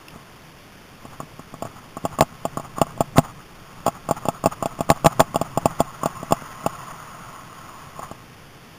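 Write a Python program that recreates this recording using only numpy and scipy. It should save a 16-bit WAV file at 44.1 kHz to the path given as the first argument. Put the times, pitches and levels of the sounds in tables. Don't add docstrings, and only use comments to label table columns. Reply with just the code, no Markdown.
import sys
import numpy as np
from scipy import signal
from scipy.fft import rfft, irfft, next_fast_len
from scipy.io import wavfile
from scipy.ndimage import uniform_filter1d, map_coordinates

SR = 44100
rng = np.random.default_rng(int(sys.argv[2]) if len(sys.argv) > 2 else 0)


def digitize_waveform(pressure):
    field = np.atleast_2d(pressure).T
    bounded = np.clip(field, -1, 1)
    quanta = np.round(bounded * 32767).astype(np.int16)
    wavfile.write(sys.argv[1], SR, quanta)


N = 387198
T = np.arange(N) / SR

# start_s, strength_db, thud_db (extra below 500 Hz), bright_db (extra, glancing blow)
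KNOCK_EVENTS = [(0.159, -36.5, 17.5, 9), (1.0518, -29, 14, 5), (1.2018, -20.5, 8, 11),
                (1.23, -37.5, 20, -3), (1.3933, -30, 14, 9.5), (1.5396, -26, 10.5, 7),
                (1.6227, -13, 2.5, 1.5), (1.6513, -19, 2, 2), (1.9683, -20, 8.5, 8.5),
                (2.041, -35, 25.5, -3), (2.0514, -7, 2.5, 2.5), (2.1867, -14, 3, 12), (2.1948, -29, 21, -4),
                (2.2077, 3.5, 0.5, 0), (2.2217, -3, 4.5, 1), (2.4519, -7, 0.5, -0.5),
                (2.5715, -16, 10, 12.5), (2.597, -19, 2, 4), (2.7824, -18, 7.5, 10), (2.8149, 0.5, 3.5, 2),
                (2.867, -28.5, -4, 12), (2.976, -24, 4, 1), (3.0061, -2.5, 2.5, 0.5), (3.158, -22, 13, 8),
                (3.1816, 0.5, 12.5, 5.5), (3.1892, -7.5, 8.5, 2.5), (3.8638, -4, -2.5, 2.5),
                (3.8798, -5, 2, 2.5), (4.0882, -12.5, 3, 6), (4.0941, -22, -13, 9),
                (4.1097, -2.5, 1.5, 0.5), (4.2536, -13.5, 4.5, 5), (4.2631, -22, 0, 0), (4.285, -4, 2, 0.5),
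                (4.439, -11, 3, 7), (4.4582, 0.5, 0.5, -0.5), (4.469, -11, 9.5, 3), (4.6249, -10, 3, 6.5),
                (4.6337, -22, -9, 0), (4.6571, -7, 1.5, -1.5), (4.789, -20.5, 6, 1), (4.8062, -7, 6, -0.5),
                (4.8912, -14, 6, 10), (4.901, 4, 3.5, 4), (4.9146, -5.5, 5.5, -1), (5.0456, -4.5, 3.5, 4.5),
                (5.0588, 3.5, 2, 2), (5.0649, -0.5, 7.5, 4.5), (5.195, -7, 6, 9.5), (5.2028, 6, -3, 2),
                (5.2138, -8.5, 3, -4), (5.2253, -19.5, 2, -1), (5.3438, -17, 5, 10.5), (5.358, -4, 2, 0.5),
                (5.4134, -6.5, 4, 1.5), (5.5739, -4, 3, 0.5), (5.6563, 1, 2.5, 0.5),
                (5.8035, -0.5, 2.5, -0.5), (6.0327, -14.5, 6.5, 11.5), (6.0578, -4.5, 1.5, 2.5),
                (6.2294, -18.5, 7.5, 1), (6.3083, -16.5, 10, 9.5), (6.3216, 0.5, 1.5, 2.5),
                (6.421, -29.5, 12, -3), (6.6407, -30, 10, 6), (6.6619, -5, 1.5, 2), (7.9921, -19, -1, 2),
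                (8.113, -22, 7, 6.5)]
# centre_hz, width_hz, level_db
RUB_PEAKS = [(818, 247, 0), (1142, 122, 4), (1279, 116, 3.5)]
# (relative, per Hz)
RUMBLE_SPECTRUM = [(20, 3.5), (50, -17), (100, -4), (145, 3.5), (200, -6.5), (260, -10.5), (400, -20),
                   (800, -21), (2000, -65.5)]


def amp(db):
    return 10 ** (np.asarray(db) / 20)


def unit(x):
    return x / np.sqrt(np.mean(x ** 2))


def wobble(knots_per_s):
    knots = rng.standard_normal(int(N * knots_per_s / SR) + 4)
    return map_coordinates(knots, [T * knots_per_s])


def filtered(x, response):
    size = next_fast_len(len(x) + 8192)
    spectrum = rfft(x, size) * response(np.fft.rfftfreq(size, 1 / SR))
    return irfft(spectrum, size)[:len(x)]


def shape(points):
    point_hz, point_db = np.transpose(points)
    return lambda hz: amp(np.interp(np.log(hz + 1), np.log(point_hz), point_db))


def resonances(peaks):
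    def response(hz):
        total = 0
        for k, (centre_hz, width_hz, db) in enumerate(peaks):
            damping = 1j * hz * width_hz
            total = total + (-1) ** k * amp(db) * damping / (centre_hz ** 2 - hz ** 2 + damping)
        return total
    return response


def noise(response, patchy_db):
    z = signal.stft(rng.standard_normal(N), nperseg=512)[2]
    field = uniform_filter1d(rng.standard_normal(z.shape), size=4, axis=0)
    field = uniform_filter1d(field, size=8, axis=1)
    patchy = signal.istft(z * amp(patchy_db * unit(field)), nperseg=512)[1][:N]
    return unit(filtered(patchy, response))


def swells(rows):
    out = np.zeros(N)
    for centre_s, db, length_s in rows:
        near = slice(max(round((centre_s - 2 * length_s) * SR), 0), round((centre_s + 2 * length_s) * SR))
        out[near] += amp(db) * np.exp(-.5 * ((T[near] - centre_s) / (length_s / 3)) ** 2)
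    return out


def ride():
    # start_s, rumble_db, rush_db
    ride_levels = [(0.0, -60, -51.5), (0.78, -54.5, -60), (1.15, -47, -54), (1.6, -50.5, -55),
                   (2.1, -46, -50.5), (2.7, -44.5, -50), (3.2, -40.5, -51), (3.4, -52, -56),
                   (3.75, -48.5, -48.5), (4.4, -47, -49.5), (5.0, -46, -44.5), (5.5, -40.5, -44.5),
                   (5.97, -44, -40), (6.7, -45.5, -38), (7.16, -45.5, -40), (7.75, -49, -43),
                   (8.0, -49, -46), (8.41, -51, -56.5), (8.78, -52.5, -56)]
    # centre_hz, width_hz, level_db
    hole_peaks = [(653, 90, -8), (890, 127, -7), (1064, 64, 2), (1310, 177, -3.5), (1992, 186, -12.5),
                  (2790, 640, -19.5)]
    level_s, rumble_db, rush_db = np.transpose(ride_levels)

    shake = swells((at_s, -42 + 0.7 * db, 0.039) for at_s, db, *_ in KNOCK_EVENTS)
    lumps = amp(0.9 * wobble(14) + 1.2 * wobble(40))
    rumble_gain = amp(np.interp(T, level_s, rumble_db)) + shake
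    rumble = rumble_gain * unit(lumps * noise(shape(RUMBLE_SPECTRUM), patchy_db=0.3))

    eddies = amp(0.5 * wobble(10) + 0.9 * wobble(70))
    rush_gain = amp(np.interp(T, level_s, rush_db)) + amp(-10.5) * shake
    rush = rush_gain * unit(eddies * noise(resonances(hole_peaks), patchy_db=2.0))
    return rumble + rush


def amplifier_hiss():
    # (relative, per Hz)
    hiss_spectrum = [(20, -7.5), (150, 0), (500, -7), (1000, -9), (2000, -11.5), (3300, -12), (3700, -13.5),
                     (4000, -20.5), (4400, -70)]
    return amp(-46) * noise(shape(hiss_spectrum), patchy_db=0.1)


def knocks():
    # freq_hz, level_db, t60_s
    case_modes = [(162, -10.5, 0.0393), (242.3, -15, 0.044), (314, -23.5, 0.012), (684, -2, 0.04),
                  (822, -0.18, 0.03), (1110.5, -3.5, 0.033), (1175, -10.5, 0.029), (1288, -17, 0.043)]
    # centre_hz, width_hz, level_db
    tick_peaks = [(2030, 77, -15), (2700, 212, 8), (3470, 210, 4)]
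    # start_s, level_db
    bare_ticks = [(0.082, -21), (0.105, -31)]
    blow_s = 0.001
    t = T[:SR // 10]
    hz, mode_db, t60_s = np.transpose(case_modes)
    whole_body = hz < 500

    sign = np.where(whole_body, -1, 1)[:, None]
    decay = amp(-60 * t / t60_s[:, None])
    swings = sign * decay * np.sin(2 * np.pi * hz[:, None] * t)
    swings[~whole_body] *= 1 - np.exp(-t / 0.00051)
    tick_envelope = amp(-60 * t / 0.015) * (1 - np.exp(-t / 0.00063))
    rattle_attack = 1 - np.exp(-t / 0.0011)

    case, rattle, tick = np.zeros((3, N + SR))
    for start_s, db, thud_db, bright_db in KNOCK_EVENTS:
        start = round(start_s * SR)
        span = slice(start, start + len(t))
        tilt_db = np.select([whole_body, hz > 1000], [thud_db, bright_db], 0)
        strengths = amp(db + mode_db + tilt_db + rng.normal(0, 0.59, len(hz)))
        case[span] += strengths @ swings
        rattle_envelope = amp(db + bright_db - 8.5 - 60 * t / 0.06) * rattle_attack
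        rattle[span] += rattle_envelope * rng.standard_normal(len(t))
        tick_db = db - 8.5 - 0.34 * bright_db
        tick[span] += amp(tick_db) * tick_envelope * rng.standard_normal(len(t))
    for start_s, db in bare_ticks:
        tick[round(start_s * SR):][:len(t)] += amp(db) * tick_envelope * rng.standard_normal(len(t))

    blow = np.hanning(round(blow_s * SR) + 1)
    dulled = np.convolve(case, blow / blow.sum())[:N]
    ring = filtered(dulled, lambda f: (1j * f / (90 + 1j * f)) ** 2)
    return ring + filtered(rattle[:N], resonances(RUB_PEAKS)) + filtered(tick[:N], resonances(tick_peaks))


def scuffs():
    # centre_s, level_db
    scuff_events = [(0.137, -48), (1.131, -43), (1.667, -37), (1.777, -43), (2.106, -49), (2.138, -38),
                    (2.536, -46), (2.65, -37.5), (2.763, -56), (2.783, -36), (2.901, -42), (3.175, -16.5),
                    (3.249, -34.5), (3.294, -41), (3.396, -48), (3.792, -48), (3.872, -23), (3.959, -38.5),
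                    (4.061, -53), (4.174, -32.5), (4.232, -40), (4.356, -39.5), (4.528, -30),
                    (4.725, -40.5), (4.969, -36.5), (5.123, -32), (5.205, -14), (5.462, -37.5),
                    (5.62, -37.5), (5.711, -35), (5.804, -26.5), (8.036, -34), (8.066, -53)]
    length_at_0_db_s, shortening_db_per_db = 0.008, 0.37
    rows = [(at_s, db, length_at_0_db_s * amp(-shortening_db_per_db * db)) for at_s, db in scuff_events]
    rub = swells(rows)
    shove = swells((at_s, -21 + 0.5 * db, length_s) for at_s, db, length_s in rows)
    grain = amp(0.54 * wobble(160))
    rubbing = noise(resonances(RUB_PEAKS), patchy_db=1)
    swaying = noise(shape(RUMBLE_SPECTRUM), patchy_db=1)
    return rub * unit(grain * rubbing) + shove * swaying


def scene():
    return (ride() + amplifier_hiss() + knocks() + scuffs())[None]


def record(dry):
    hold_hz, top_hz = 8012.3, 15500
    x = filtered(dry[0], lambda hz: 1 / (1 + (hz / 4200) ** 12))
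    sample_s = np.arange(int(N * hold_hz / SR) + 1) / hold_hz
    samples = np.interp(sample_s, T, x)
    deep = samples < -1.34
    samples = np.clip(samples, -0.97, 0.97)
    samples[deep & ~np.roll(deep, 1)] = -0.26
    held = samples[(T * hold_hz).astype(int)]
    return filtered(held, lambda hz: hz < top_hz)[None]


dry = scene()
out = record(dry)
digitize_waveform(out)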